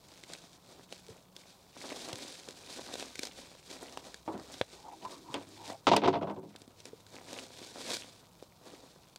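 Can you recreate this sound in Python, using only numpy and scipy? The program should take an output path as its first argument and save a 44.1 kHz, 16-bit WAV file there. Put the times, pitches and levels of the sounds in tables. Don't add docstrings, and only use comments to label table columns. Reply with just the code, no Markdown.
import sys
import numpy as np
from scipy import signal
from scipy.fft import rfft, irfft
from scipy.io import wavfile
from scipy.ndimage import uniform_filter1d

SR = 44100
rng = np.random.default_rng(int(sys.argv[2]) if len(sys.argv) > 2 else 0)


def unload_audio(sound):
    columns = np.transpose(np.atleast_2d(sound))
    steps = np.round(np.clip(columns, -1, 1) * 32767)
    wavfile.write(sys.argv[1], SR, steps.astype(np.int16))


N = 404838


def from_db(db):
    return 10 ** (np.asarray(db) / 20)


def rms_one(x):
    return x / np.sqrt(np.mean(x ** 2) + 1e-20)


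def in_time(rows):
    s, *columns = np.transpose(rows)
    return [np.interp(np.arange(N) / SR, s, column) for column in columns]


def filtered(x, order, hz, kind):
    return signal.sosfilt(signal.butter(order, hz, kind, fs=SR, output="sos"), x)


def colour(x, spectrum):
    hz, db = np.transpose(spectrum)
    grid_hz = np.linspace(0, SR / 2, 4097)
    log_gain = np.log(from_db(np.interp(np.log(grid_hz + 1), np.log(hz), db)))
    cepstrum = irfft(log_gain)
    cepstrum[1:4096] *= 2
    cepstrum[4097:] = 0
    kernel = irfft(np.exp(rfft(cepstrum)))[:4096]
    return signal.fftconvolve(x, kernel / np.sqrt(np.sum(kernel ** 2)))[:N]


def drift(rate_hz):
    r = np.exp(-2 * np.pi * rate_hz / SR)
    noise = rng.standard_normal(N + SR)
    return rms_one(signal.lfilter([1], [1, -2 * r, r * r], noise)[SR:])


def ring(force, hz, t60_s):
    r, w = from_db(-60 / (t60_s * SR)), 2 * np.pi * hz / SR
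    return signal.lfilter([0, np.sin(w)], [1, -2 * r * np.cos(w), r * r], force + 1e-18)


def grains(per_s, spread_db, clump_db, hiss):
    sizes = from_db(spread_db * np.minimum(rng.exponential(1, N), 5)) * rng.choice([-1, 1], N)
    born = rng.random(N) < per_s / SR
    clumps = from_db(clump_db * drift(25.0))
    return rms_one(clumps * (rms_one(sizes * born) + hiss * rng.standard_normal(N)))


def bursts(rows, t60s, texture, contact=0.92):
    envelope, clicks = np.zeros(N + SR), np.zeros(N)
    t = np.arange(SR // 4) / SR
    for (s, db), t60_s in zip(rows, t60s):
        envelope[round(s * SR):][:len(t)] += from_db(db - 60 * t / max(t60_s, .002))
        clicks[round(s * SR)] = contact * from_db(db)
    return envelope[:N] * texture + clicks


def thuds(rows):
    out, click = np.zeros(N + 8000), np.arange(8000) == 0
    for s, db, hz, cycles in rows:
        out[round(s * SR):][:8000] += ring(from_db(db) * click, hz, cycles / hz)
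    return out[:N]


def ticks(clicks, cycles):
    dealt = rng.integers(0, 12, N)
    pitches_hz = np.geomspace(2200, 9000, num=12)
    return sum(ring(clicks * (dealt == k), hz, cycles / hz) for k, hz in enumerate(pitches_hz))


# pitch in Hz, relative level in dB.
AIR_SPECTRUM = [(15, -51), (25, -6), (180, 6.5), (242, -4.5), (962, -4), (1400, -11.5), (1890, -32),
                (4370, -24), (14800, -21.5), (16000, -22)]
AIR_DB = -63.5


def air():
    level = from_db(AIR_DB + 0.45 * drift(2.0))
    return level * colour(rng.standard_normal(N), AIR_SPECTRUM)


# start in seconds, end in seconds, pitch in Hz, rms wavering in Hz, mean level in dB.
FAR_HUMS = [(.4, 1.83, 183, 3.84, -67), (2.603, 5.048, 64, 3.55, -70.5), (5.2, 8.404, 103, 2.5, -65)]


def hums():
    t, out = np.arange(N) / SR, np.zeros(N)
    for start, end, hz, waver_hz, db in FAR_HUMS:
        fade = np.clip(np.minimum(t - start, end - t) / 0.25, 0, 1)
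        swell = fade * from_db(db + 2.0 * drift(1.5))
        out += swell * np.sin(2 * np.pi * np.cumsum(hz + waver_hz * drift(3.85)) / SR)
    return out


# loudest moment in seconds, dying time in seconds,
# crisp rustle level in dB, dull crunch level in dB.
FOOTFALLS = [(.09, 0.081, -57.5, -65), (.32, 0.13, -50, -54.5), (.55, .06, -62, -66),
             (.71, 0.13, -64.5, -59), (.92, 0.094, -55.5, -58), (1.12, 0.093, -60.5, -57.5),
             (1.4, 0.18, -61.5, -73), (1.84, 0.52, -48.5, -49.5), (2.1, 0.34, -49.5, -48.5),
             (2.5, 0.11, -54.5, -54.5), (3.0, 0.12, -49.5, -50.5), (3.25, .12, -47, -52),
             (3.39, .2, -53, -55), (3.73, 0.19, -52, -50.5), (3.85, 0.22, -51, -49.5),
             (4.07, 0.095, -58, -52.5), (4.33, 0.23, -59.5, -50), (4.5, 0.34, -54.5, -58.5),
             (4.74, 0.11, -54, -54), (5.12, .1, -58.5, -54.5), (5.36, 0.19, -54, -50),
             (5.71, 0.047, -48, -45.5), (6.55, 0.31, -63, -61), (6.88, 0.14, -59.5, -57),
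             (7.16, 0.13, -56, -51.5), (7.319, 0.23, -48, -49), (7.62, 0.074, -55, -54.5),
             (7.909, 0.084, -42.5, -42.5), (8.43, 0.055, -63, -66), (8.669, .28, -56.5, -54)]
# time in seconds, rustle level in dB.
STIR_CURVE = [(0, -67.5), (.22, -62), (.65, -69.5), (1.75, -67.5), (2.55, -61), (2.7, -52), (2.92, -51.5),
              (3.12, -63), (4.2, -70), (4.9, -63.5), (5.25, -65), (5.63, -59), (5.8, -67), (7.05, -72),
              (7.5, -61), (7.7, -59), (7.8, -48), (8.02, -57), (8.3, -68), (9.18, -69.5)]
PRESS_S, PRESS_DB, FADE_DB = 0.079, 12, 12
CRUNCH_SWING = 1.51
STIR_CRUNCH_DB, STIR_CRUNCH_SWING = -65, 1.06


def tread_levels():
    t, (stir_db,) = np.arange(N) / SR, in_time(STIR_CURVE)
    crisp_power = from_db(stir_db) ** 2
    crunch_power = from_db(STIR_CRUNCH_DB + STIR_CRUNCH_SWING * (stir_db + 60.5)) ** 2
    for s, dying_s, crisp_db, crunch_db in FOOTFALLS:
        near = slice(max(round(s * SR) - SR // 2, 0), round(s * SR) + SR)
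        press_db = PRESS_DB * (s - t[near]) / PRESS_S
        fade_db = FADE_DB * (t[near] - s) / dying_s
        below_db = np.maximum(press_db, fade_db)
        crisp_power[near] += from_db(crisp_db - below_db) ** 2
        crunch_power[near] += from_db(crunch_db - CRUNCH_SWING * below_db) ** 2
    return np.sqrt(crisp_power), np.sqrt(crunch_power)


# pitch in Hz, relative level in dB per Hz.
CRUNCH_SPECTRUM = [(53, -26), (90, -25.5), (209, -4), (264, 3), (422, 0.5), (561, 1), (2000, -15),
                   (2600, -123), (4400, -120)]
CRISP_SPECTRUM = [(880, -46.5), (1500, -1.5), (1920, -11), (2300, -3.5), (2830, -7), (3660, 0.5),
                  (4460, -1), (8570, -8), (16000, -31)]


def tread():
    crisp_gain, crunch_gain = tread_levels()
    crush = grains(2000, spread_db=2.8, clump_db=2.5, hiss=0.9)
    lumps = grains(250, spread_db=4.0, clump_db=4.5, hiss=0.62)
    crackle = rms_one(ticks(grains(260, spread_db=3.8, clump_db=3.0, hiss=0), cycles=11.5))
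    sparse = grains(45, spread_db=3.0, clump_db=0, hiss=0)
    rustle = colour(crush + .33 * sparse, CRISP_SPECTRUM) * from_db(1.9 * drift(3.2))
    crisp = rustle + 0.43 * crackle
    crunch = colour(0.88 * crush + 1.064 * lumps, CRUNCH_SPECTRUM)
    return crunch_gain * crunch + crisp_gain * crisp


# time in seconds, relative crack level in dB, relative thud level in dB.
SHARP_CRACKS = [(.2369, -34, -42), (0.3353, -26, -53), (.9254, -29.5, -29.5), (1.3648, -32, -42),
                (2.087, -31, -28), (2.1296, -25, -27), (2.4869, -28.5, -30), (2.9394, -25, -26),
                (2.955, -31.5, -26.5), (2.9971, -27, -32), (3.026, -28.5, -25), (3.1557, -28.5, -42),
                (3.1923, -19.5, -26.5), (3.233, -21, -28), (3.253, -25, -37), (3.2707, -27.5, -36),
                (3.712, -31.5, -35), (3.9738, -30.5, -22), (4.1433, -29.5, -41), (5.051, -36, -45),
                (5.342, -25, -35), (5.965, -6, -23), (6.5613, -32.5, -57), (6.6184, -35.5, -36.5),
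                (6.6775, -44, -34), (6.803, -36, -47), (6.855, -30, -36), (7.066, -41.5, -50),
                (7.3303, -28, -33), (7.616, -51, -32), (7.9174, -22, -30), (7.9684, -23.5, -33),
                (8.4255, -44, -30), (9.16, -31.5, -40)]


def cracks():
    rows = np.array(SHARP_CRACKS)
    crack = bursts(rows[:, :2], np.full(len(rows), .014), rng.standard_normal(N))
    crack = colour(crack, CRISP_SPECTRUM) * from_db(-8.5)
    chance = rng.standard_normal((len(rows), 2))
    ring_hz = 3600 * 2 ** (.5 * chance[:, 0])
    thud_hz = 520 * 2 ** (0.51 * chance[:, 1])
    high_ring = thuds([(s, db - 7.0, hz, 22.0) for (s, db, _), hz in zip(SHARP_CRACKS, ring_hz)])
    thud = thuds([(s, db, hz, 4.0) for (s, _, db), hz in zip(SHARP_CRACKS, thud_hz)])
    return crack + high_ring + filtered(thud, 2, 220, "high")


# time in seconds, level in dB, pitch in Hz,
# cycles until 60 dB down.
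BODY_BUMPS = [(1.089, -42, 446, 49), (1.1, -41, 115, 4.9), (2.13, -36, 126, 5.5), (5.3, -43, 143, 10),
              (6.932, -37.5, 445, 24)]


def bumps():
    return thuds(BODY_BUMPS)


# level in dB, pitch in Hz, cycles until 60 dB down.
SMACK_MODES = [(-14.5, 537, 8.8), (-23, 1000, 10), (-17, 1700, 12.7), (-28.5, 2340, 10), (-16, 3540, 17)]
SMACK_S, SMACK_LAG_S = 4.6122, .0005


def smack():
    return thuds([(SMACK_S + k * SMACK_LAG_S, *mode) for k, mode in enumerate(SMACK_MODES)])


# pitch in Hz, relative level in dB per Hz.
SLAP_SPECTRUM = [(710, -7), (1200, 0), (2110, 11.5), (3620, 11.5), (6510, -1), (9010, -15), (16000, -70)]
SLAP_T60_S, SOFT_SLAP_DB, SOFT_SLAP_HZ = 0.1, -30, 4180


def board_slap(rows):
    contacts = grains(900, spread_db=3.5, clump_db=0.5, hiss=0.98)
    is_hard = rows[:, 2] >= SOFT_SLAP_DB
    hard, soft = (bursts(some[:, [0, 2]], np.full(len(some), SLAP_T60_S), contacts)
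                  for some in (rows[is_hard], rows[~is_hard]))
    return colour(hard + filtered(soft, 2, SOFT_SLAP_HZ, "low"), SLAP_SPECTRUM)


# time in seconds, relative blow level in dB,
# relative slap level in dB, dullness in dB per octave.
BOARD_KNOCKS = [(4.277, -27, -52.5, 4), (4.338, -35.5, -58, 11), (5.021, -41.5, -52, 3.5),
                (5.341, -29.5, -34, 4), (5.869, -8.5, -21.5, -1.5), (5.878, -14, -30, 1.5),
                (5.915, -5, -24, 4.5), (5.933, -6.5, -28.5, -2), (5.963, -16, -25, 1.5),
                (6.018, -21, -37, 4.5), (6.036, -13, -30.5, 2.5), (6.045, -21, -34.5, 3),
                (6.057, -18, -36, 9), (6.076, -11.5, -28.5, 1.5), (6.129, -20.5, -37, 1.5),
                (6.139, -24.5, -37.5, 4), (6.155, -18.5, -46, 6.5), (6.212, -25.5, -52, 4),
                (6.223, -24.5, -43.5, 4.5), (6.271, -26.5, -51, 2), (6.297, -26.5, -49.5, 4.5),
                (6.362, -32, -57, 8.5), (6.428, -42, -59, 11)]
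# middle in seconds, length in seconds,
# relative level in dB, centre pitch in Hz.
BOARD_RUBS = [(4.794, 0.14, -60.5, 860), (4.872, 0.072, -43.5, 806), (4.928, 0.032, -46, 820),
              (5.058, 0.028, -39, 996), (5.124, 0.13, -52.5, 1110), (5.302, 0.13, -51, 980),
              (5.634, 0.17, -55.5, 860), (5.721, 0.094, -43.5, 740), (5.26, 1, -50, 325),
              (6.45, 0.22, -39.5, 157)]
# pitch in Hz, relative level in dB.
BOARD_MODES = [(98, -25.5), (135, -26), (163, -17.5), (205, -14.5), (281, -8), (320, -9), (377, -5),
               (436, -3.5), (495, -7), (565, -3.5), (635, -1.5), (700, 1.5), (793, -4), (857, 4.5),
               (930, 2.5), (1010, 2.5), (1130, -1), (1305, -4), (1513, -5.5)]
REFERENCE_BLOW_DB = -15
RATTLE_T60_S, RATTLE_S_PER_DB = 0.088, 0.0051
BENDING_HZ, BENDING_LOSS = 150, .5


def board():
    rows, t = np.array(BOARD_KNOCKS), np.arange(N) / SR
    s, blow_db, dullness = rows[:, 0], rows[:, 1], rows[:, 3]
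    strokes = [np.clip(1 - (2 * (t - middle) / length) ** 2, 0, 1) for middle, length, _, _ in BOARD_RUBS]
    rattle_s = RATTLE_T60_S + RATTLE_S_PER_DB * (REFERENCE_BLOW_DB - blow_db)
    out = np.zeros(N)
    for k, (hz, level_db) in enumerate(BOARD_MODES):
        spot_db = rng.normal(0, 2.6, len(rows))
        db = blow_db - dullness * np.log2(max(hz, 220) / 500) + spot_db
        if hz < BENDING_HZ:
            db -= BENDING_LOSS * np.maximum(REFERENCE_BLOW_DB - blow_db, 0)
        contact = 5.5 * (-1) ** k
        knock = bursts(np.c_[s, db], rattle_s, rng.standard_normal(N), contact) * from_db(-33.5)
        stirred = sum(stroke * from_db(rub_db - 53 * abs(np.log2(hz / rub_hz)))
                      for stroke, (_, _, rub_db, rub_hz) in zip(strokes, BOARD_RUBS))
        rub = from_db(-22) * stirred * rng.standard_normal(N)
        t60_s = 0.053 * (800 / hz) ** 1.13
        out += from_db(level_db) * ring(knock + rub, hz, t60_s)
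    return out + board_slap(rows)


def scatter(near):
    t = np.arange(SR // 8) / SR
    dull = signal.lfilter([.3], [1, -.7], rng.standard_normal(len(t)))
    echoes = dull * from_db(-60 * t / 0.067) * (t > .003)
    return from_db(-32.5) * signal.fftconvolve(near, echoes)[:N]


def scene():
    near = tread() + cracks() + bumps() + smack() + board()
    near = filtered(near, 3, 95, "high")
    return (near + scatter(near) + air() + hums())[None]


def record(dry):
    t = np.arange(N) / SR
    level_db = 10 * np.log10(uniform_filter1d(dry[0] ** 2, size=441) + 1e-12)
    held_db = np.maximum.accumulate(level_db + 30 * t) - 30 * t
    cut_db = 0.22 * np.maximum(held_db + 38, 0)
    cut_db = signal.lfilter([.004], [1, -.996], cut_db)
    lowpass = signal.cheby2(14, 40, 16150, fs=SR, output="sos")
    return signal.sosfilt(lowpass, dry * from_db(-cut_db))


dry = scene()
out = record(dry)
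unload_audio(out)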